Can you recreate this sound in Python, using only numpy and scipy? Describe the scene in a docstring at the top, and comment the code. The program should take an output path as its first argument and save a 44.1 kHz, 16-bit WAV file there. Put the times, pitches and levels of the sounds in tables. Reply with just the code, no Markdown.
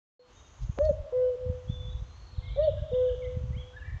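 """After a moment of silence, the hush of a spring wood swells in with a dying echo. Small birds whistle
far off, and a breeze starts to bump against the microphone. Leaves brush close by. Near 0.8 s a cuckoo
calls from a tree: a short note that rises and falls, then a longer, level one a third lower, each an
almost pure tone begun by a puff of air. The wood echoes it. From about 2 s a distant finch sings a
falling trill. Near 2.6 s the cuckoo calls again, and a small bird's warble ends the scene."""
import sys
import numpy as np
from scipy import signal
from scipy.fft import rfft, irfft
from scipy.io import wavfile
from scipy.ndimage import uniform_filter1d

SR = 44100
rng = np.random.default_rng(int(sys.argv[2]) if len(sys.argv) > 2 else 0)


def generate_wav(signal):
    """Clip the signal to [-1, 1] and save it as 16-bit WAV at the path in sys.argv[1]."""
    frames = np.transpose(np.atleast_2d(signal))
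    scaled = np.clip(frames, -1, 1) * 32767
    pcm = np.round(scaled).astype(np.int16)
    wavfile.write(sys.argv[1], SR, pcm)


N = 176400
T = np.arange(N) / SR

# tone colour of the wood's hush: (frequency [Hz], relative level [dB])
HUSH_COLOUR = [(20, -3), (80, 0), (250, 0), (500, -2), (1100, 0), (1700, -8), (2500, -10.5), (3200, -8.5),
               (4500, -16), (6000, -17.5), (7400, -20.5), (8000, -32.5), (8600, -37.5), (14000, -49)]
# how the breeze swells and sinks: (time [s], level [dB])
BREEZE_LEVELS = [(.23, -91), (.28, -67.5), (.4, -55.5), (.58, -57.5), (.63, -33), (.76, -49), (.85, -31.5),
                 (.99, -39.5), (1.08, -56), (1.2, -46), (1.38, -54), (1.48, -28.5), (1.59, -46),
                 (1.72, -34), (1.8, -36), (2.0, -39), (2.17, -51), (2.3, -48.5), (2.49, -35), (2.8, -33.5),
                 (2.87, -42.5), (3.15, -37.5), (3.22, -40), (3.42, -34.5), (3.58, -32.5), (3.7, -53.5),
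                 (3.82, -45.5), (3.96, -30), (4.0, -59)]
# tone colour of the breeze's rumble: (frequency [Hz], relative level [dB])
RUMBLE_COLOUR = [(15, -38), (30, -17.5), (50, 7.5), (75, 5), (120, -2), (170, -19.5), (240, -33.5),
                 (350, -38), (700, -73), (2000, -100)]
# the strongest bumps of air: (time [s], width [s], level [dB])
AIR_BUMPS = [(0.622, 0.0032, -28.5), (.645, 0.0061, -28), (0.698, 0.0027, -19), (0.91, 0.0019, -23.5),
             (1.003, 0.0041, -26), (1.463, 0.0021, -31), (1.5, 0.0023, -20.5), (1.7, 0.0023, -18),
             (1.888, 0.0029, -27), (1.952, 0.0043, -24), (2.023, 0.0035, -24.5), (2.386, 0.0036, -20.5),
             (2.719, 0.0035, -21.5), (2.823, 0.0032, -23), (2.935, 0.0022, -24), (3.183, 0.0041, -29),
             (3.372, 0.0025, -21), (3.44, 0.0025, -24.5), (3.506, 0.0027, -21.5), (3.569, 0.0022, -27.5)]
# leaves brushing close by: (time [s], width [s], level [dB])
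LEAF_BRUSHES = [(.632, 0.016, -62), (.854, 0.0033, -52.5)]
# tone colour of the leaves: (frequency [Hz], relative level [dB])
LEAF_COLOUR = [(800, -21), (2000, -2), (4000, 3.5), (6800, 3.5), (7800, -11.5), (8500, -35)]
# thin, very high song: (start [s], length [s], first pitch [Hz], last pitch [Hz], level [dB])
HIGH_PHRASES = [(0.252, 0.77, 6340, 6510, -68), (1.451, .95, 6210, 6240, -74),
                (2.848, 1.0, 6390, 6110, -77.5)]
# small birds' notes:
# (start [s], length [s], first pitch [Hz], middle pitch [Hz], last pitch [Hz], relative level [dB])
BIRD_NOTES = [(0.155, 0.085, 4050, 4270, 4360, -69.5), (0.353, 0.062, 3750, 3690, 3780, -64),
              (1.67, 0.089, 3158, 3530, 3387, -55.5), (1.7, .22, 3505, 3496, 3418, -53.5),
              (1.886, 0.054, 3570, 3740, 3910, -59.5), (2.416, .085, 2087, 2144, 2204, -57.5),
              (2.492, 0.1, 2320, 2317, 2330, -64), (2.555, .09, 2066, 1964, 1960, -68),
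              (2.761, 0.052, 1576, 1637, 1660, -62), (3.078, 0.032, 1754, 1640, 1610, -59.5),
              (3.211, 0.072, 2387, 2066, 2074, -55), (3.522, 0.042, 1990, 2083, 2520, -57.5),
              (3.554, 0.09, 2570, 3360, 2830, -54.5), (3.726, 0.063, 1464, 1612, 1630, -56.5),
              (3.761, 0.034, 1727, 1712, 1670, -49.5), (3.759, 0.043, 3710, 3680, 3800, -67.5),
              (3.792, 0.041, 2960, 2750, 2510, -62.5), (3.836, 0.084, 2240, 2335, 2190, -61.5)]
# quick rising chirps between the trill's last notes: (start [s], relative level [dB])
CHIRPS = [(2.625, -51.5), (2.785, -55.5), (2.934, -54), (3.087, -62), (3.231, -54)]
# the path of a warble: (time [s], centre pitch [Hz], relative level [dB])
WARBLE_SHAPE = [(3.81, 1767, -57), (3.88, 1912, -53.5), (3.94, 1917, -56.5), (4.0, 1920, -76)]
# the finch's falling notes: (start [s], top pitch [Hz], bottom pitch [Hz], relative level [dB])
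TRILL_NOTES = [(1.96, 4000, 3750, -80.5), (2.055, 4240, 4010, -62), (2.155, 4400, 4270, -61.5),
               (2.225, 4400, 3910, -63.5), (2.285, 4410, 4060, -58), (2.335, 4210, 2960, -59),
               (2.38, 4500, 3870, -62), (2.425, 4110, 2940, -53), (2.505, 4230, 3197, -55.5),
               (2.59, 4000, 2855, -51.5), (2.675, 3900, 2830, -74.5), (2.74, 4000, 2896, -59.5),
               (2.885, 3960, 2994, -56), (3.033, 3900, 2697, -53), (3.18, 3900, 2950, -67)]
# echoes of the cuckoo's long note, drawn out by the trees: (delay [s], swell time [s], top level [dB])
LONG_ECHOES = [(.17, 0.081, -42.5), (.258, 0.094, -38.5), (.57, .13, -53.5), (1.15, .15, -63)]
# the dying echo of an earlier call: (start [s], pitch [Hz], level [dB], fall [dB/s])
DYING_ECHO = (.17, 497, -49, 130)
# tone colour of the puff that starts a cuckoo note: (frequency [Hz], relative level [dB])
PUFF_COLOUR = [(150, -40), (400, -12), (600, 0), (780, -5), (1100, -22), (2000, -45), (5000, -80)]
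# the cuckoo's short note: (time in the note [s], pitch [Hz], level [dB])
SHORT_NOTE = [(0, 493.5, -52), (.018, 547, -32.5), (.038, 575.5, -20), (.058, 615.5, -26.5),
              (.092, 629.8, -24.5), (.111, 612, -30.5), (.123, 596, -17.5), (.139, 545, -26),
              (.15, 491, -50.5)]
# the cuckoo's long note: (time in the note [s], pitch [Hz], level [dB])
LONG_NOTE = [(0, 481, -40), (.009, 497.3, -31), (.035, 504.8, -26), (.11, 504, -24), (.165, 504, -26),
             (.205, 499, -30.5), (.23, 485.7, -35.5), (.241, 441, -46)]
# faint higher tones in the short note: (pitch multiple, level against the main tone [dB], peak time [s])
SHORT_OVERTONES = [(2, -35.5, 0.044), (3, -35, 0.076), (6, -47, 0.1), (7, -33, 0.09)]
# faint higher tones in the long note: (pitch multiple, level against the main tone [dB], peak time [s])
LONG_OVERTONES = [(2, -36, 0.042), (3, -42.5, 0.12), (4, -45, 0.051), (6, -43.5, .17)]
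# cuckoo calls: (short note's start [s], long note's start [s], short note's pitch factor, gain [dB])
CALLS = [(0.774, 1.121, .997, 0), (2.558, 2.914, 1.007, 0)]

SILENCE_S = 0.1945
HUSH_DB, HUSH_RISE_S, HUSH_RISE_DB = -60.5, .11, 13
WARBLE_PER_S, WARBLE_DEPTH = 33, 0.075
ECHO_HZ, ECHO_WAVER_HZ = 502, 1.1
SHORT_ECHO_S, SHORT_ECHO_DB = 0.17, -25.5
SHORT_SCATTER_DB, LONG_SCATTER_DB = -12.5, -23
CUCKOO_WAVER, RASP_DB = 0.0017, -40.5


def amp(db):
    """Turns decibels into a number to multiply a sound by."""
    return 10 ** (np.asarray(db) / 20)


def unit(x):
    """Scales a signal so that its average power is 1."""
    return x / np.sqrt(np.mean(x ** 2) + 1e-20)


def curve(points, t, column=1):
    """Reads a table's column at times t, joining its points with straight lines."""
    rows = np.array(points)
    return np.interp(t, rows[:, 0], rows[:, column])


def add(mix, start, sound):
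    """Mixes a sound in at a start time in seconds."""
    part = mix[max(round(start * SR), 0):][:len(sound)]
    part += sound[:len(part)]


def keep_side(x, side, hz, order=2):
    """Keeps the "low" or "high" side of hz; a bigger order cuts more sharply."""
    return signal.sosfilt(signal.butter(order, hz, side, fs=SR, output="sos"), x)


def noise(colour):
    """Steady noise with the given tone colour."""
    hz, db = np.transpose(colour)
    gain = amp(np.interp(np.log(np.fft.rfftfreq(N, 1 / SR) + 1), np.log(hz), db))
    return unit(irfft(rfft(rng.standard_normal(N)) * gain, N))


def wander(size, hz):
    """A smooth random wobble, mostly slower than hz."""
    freqs = np.fft.rfftfreq(SR, 1 / SR)
    spectrum = rfft(rng.standard_normal(SR)) / (1 + (freqs / hz) ** 4)
    return np.resize(unit(irfft(spectrum, SR)), size)


def sine(hz):
    """A pure tone of power 1 that follows a changing pitch."""
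    return np.sqrt(2) * np.sin(2 * np.pi * np.cumsum(hz) / SR)


def scatter(x, fade_s):
    """Sound bouncing off trunks and leaves: many tiny echoes that fall 60 dB in fade_s."""
    t = T[:2 * SR]
    arrives = (rng.random(len(t)) < 2000 / SR) * (t > .03)  # about 2000 echoes a second
    bounces = rng.choice([-1., 1.], len(t)) * arrives * amp(-60 * t / fade_s)
    return signal.fftconvolve(x, bounces / np.linalg.norm(bounces))[:N]


def hush():
    """The faint wash of the wood, swelling in at the start."""
    still_to_rise = np.clip(1 - (T - SILENCE_S) / HUSH_RISE_S, 0, 1)
    return noise(HUSH_COLOUR) * amp(HUSH_DB - HUSH_RISE_DB * still_to_rise)


def breeze():
    """Lumpy rumble at the microphone, with single dips of pressure as swirls of air pass."""
    air = noise(RUMBLE_COLOUR) * amp(curve(BREEZE_LEVELS, T))
    for time, width, db in AIR_BUMPS:
        offset = (T - time) / width
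        air += amp(db) * (offset ** 2 - 1) / (1 + offset ** 2 / 5) ** 4
    return keep_side(air, "high", hz=30)


def tick(start=.7875, width_s=0.00038, peak_db=-19):
    """One sharp tick right at the microphone."""
    age = np.arange(400) / SR / width_s
    pulse = keep_side((age - 1) * np.exp(-age), "low", hz=460, order=1)
    pulse = keep_side(pulse, "low", hz=7000, order=12)
    out = np.zeros(N)
    add(out, start, amp(peak_db) * pulse / abs(pulse).max())
    return out


def leaves():
    """Leaves brush close by in brief swells of hiss."""
    level = sum(amp(db) * np.exp(-((T - time) / width) ** 2) for time, width, db in LEAF_BRUSHES)
    return level * noise(LEAF_COLOUR)


def high_song(spread_hz=480):
    """Very high, far birdsong, smeared by the leaves into a thin, drifting hiss."""
    song = np.zeros(N)
    for start, length, first, last, db in HIGH_PHRASES:
        size = int(length * SR)
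        phase = 2 * np.pi * np.cumsum(np.linspace(first, last, size)) / SR
        hiss = wander(size, spread_hz) * np.cos(phase) + wander(size, spread_hz) * np.sin(phase)
        level = amp(db + 0.74 * wander(size, hz=25)) * signal.windows.tukey(size, 0.37)
        add(song, start, level * hiss)
    return song


def whistle(length, first, middle, last, db):
    """A small bird's note: a wavering pure tone sliding through three pitches."""
    size = int(length * SR)
    arc = np.polyfit([0, .5, 1], [first, middle, last], 2)
    hz = np.polyval(arc, np.linspace(0, 1, size)) * (1 + 0.0037 * wander(size, hz=90))
    level = amp(db + 1.8 * wander(size, hz=45)) * signal.windows.tukey(size, .5)
    return level * sine(hz)


def warble():
    """A note that swings quickly in pitch, loudest at the bottom of each swing."""
    t = np.arange(WARBLE_SHAPE[0][0], WARBLE_SHAPE[-1][0], 1 / SR)
    swing = np.cos(2 * np.pi * WARBLE_PER_S * (t - t[0]))
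    hz = curve(WARBLE_SHAPE, t) * (1 + WARBLE_DEPTH * swing)
    level = amp(curve(WARBLE_SHAPE, t, column=2) - 4.2 * swing) * signal.windows.tukey(len(t), .1)
    return level * sine(hz)


def songbirds():
    """Whistles, chirps and a warble, heard both directly and bouncing off the trees."""
    song, chirps = np.zeros((2, N))
    for start, *note in BIRD_NOTES:
        add(song, start, whistle(*note))
    for start, db in CHIRPS:
        add(chirps, start, whistle(length=0.031, first=2776, middle=3150, last=4200, db=db))
    add(song, WARBLE_SHAPE[0][0], warble())
    direct = amp(-2) * song + amp(-4.5) * chirps
    return direct + amp(-5.5) * scatter(song + chirps, fade_s=0.55)


def finch(note_s=.04):
    """A far trill of falling notes that arrives mostly by bouncing off the trees."""
    song = np.zeros(N)
    for start, top, bottom, db in TRILL_NOTES:
        add(song, start, whistle(note_s, top, (top + bottom) / 2, bottom, db))
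    return amp(-10) * song + scatter(song, fade_s=.8)


def long_echo():
    """The cuckoo's long note coming back from the wood: swells near its pitch, each dying slowly."""
    t = T[:2 * SR]
    level = np.zeros(len(t))
    for delay, swell, db in LONG_ECHOES:
        age = np.maximum(t - delay, 0) / swell
        level += amp(db) * (age * np.exp(1 - age)) ** 2
    return level * sine(ECHO_HZ + ECHO_WAVER_HZ * wander(len(t), hz=11))


def wood_echoes(short_notes, long_notes):
    """The wood's muffled answer to the cuckoo: separate echoes and a fading wash of tiny ones."""
    echoes = np.zeros(N)
    for _, long_start, _, db in CALLS:
        add(echoes, long_start, amp(db) * long_echo())
    add(echoes, SHORT_ECHO_S, amp(SHORT_ECHO_DB) * short_notes)
    start, hz, db, fall = DYING_ECHO
    add(echoes, start, amp(db - fall * T[:SR]) * np.sin(2 * np.pi * hz * T[:SR]))
    wash = scatter(amp(SHORT_SCATTER_DB) * short_notes + amp(LONG_SCATTER_DB) * long_notes, fade_s=1.48)
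    return keep_side(echoes + wash, "low", hz=1300)


def puff(db, rise_s=0.0065):
    """The soft rush of air that starts a cuckoo note."""
    age = T[:SR // 10] / rise_s
    return amp(db) * noise(PUFF_COLOUR)[:len(age)] * age * np.exp(1 - age)


def hoot(shape, overtones, swell_s, tuning=1):
    """One cuckoo note: a nearly pure tone with a trace of rasp; faint higher tones come and go."""
    t = np.arange(0, shape[-1][0], 1 / SR)
    waver = 1 + CUCKOO_WAVER * wander(len(t), hz=70)
    hz = uniform_filter1d(curve(shape, t), size=300) * tuning * waver
    phase = 2 * np.pi * np.cumsum(hz) / SR
    tone = np.sin(phase) * (1 + amp(RASP_DB) * wander(len(t), hz=1000))
    for multiple, db, peak_time in overtones:
        swell = np.exp(-multiple / 5 * ((t - peak_time) / swell_s) ** 2)  # briefer for higher tones
        tone += amp(db) * swell * np.sin(multiple * phase)
    level = uniform_filter1d(amp(curve(shape, t, column=2)), size=200)
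    return np.sqrt(2) * level * signal.windows.tukey(len(t), .04) * tone


def cuckoo():
    """Two calls, each a short note and then a long one, with the wood's echoes."""
    short_notes, long_notes = np.zeros((2, N))
    for short_start, long_start, tuning, db in CALLS:
        short_hoot = hoot(SHORT_NOTE, SHORT_OVERTONES, swell_s=.028, tuning=tuning)
        add(short_notes, short_start, amp(db) * short_hoot)
        add(short_notes, short_start, puff(db=-42.5))
        add(long_notes, long_start, amp(db) * hoot(LONG_NOTE, LONG_OVERTONES, swell_s=.08))
        add(long_notes, long_start, puff(db=-49))
    return short_notes + long_notes + wood_echoes(short_notes, long_notes)


def scene():
    """Air, leaves, small birds and the cuckoo, mixed into one channel."""
    background = hush() + breeze() + tick() + leaves()
    small_birds = high_song() + songbirds() + finch()
    return (background + small_birds + cuckoo())[None]


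def record(dry):
    """Keeps the first moment silent and cuts away the very highest treble."""
    gate = uniform_filter1d(1. * (T > SILENCE_S), size=100)
    treble_cut = signal.firwin(511, cutoff=15000, window=("kaiser", 9), fs=SR)
    return signal.oaconvolve(dry * gate, treble_cut[None], "same")


dry = scene()
out = record(dry)
generate_wav(out)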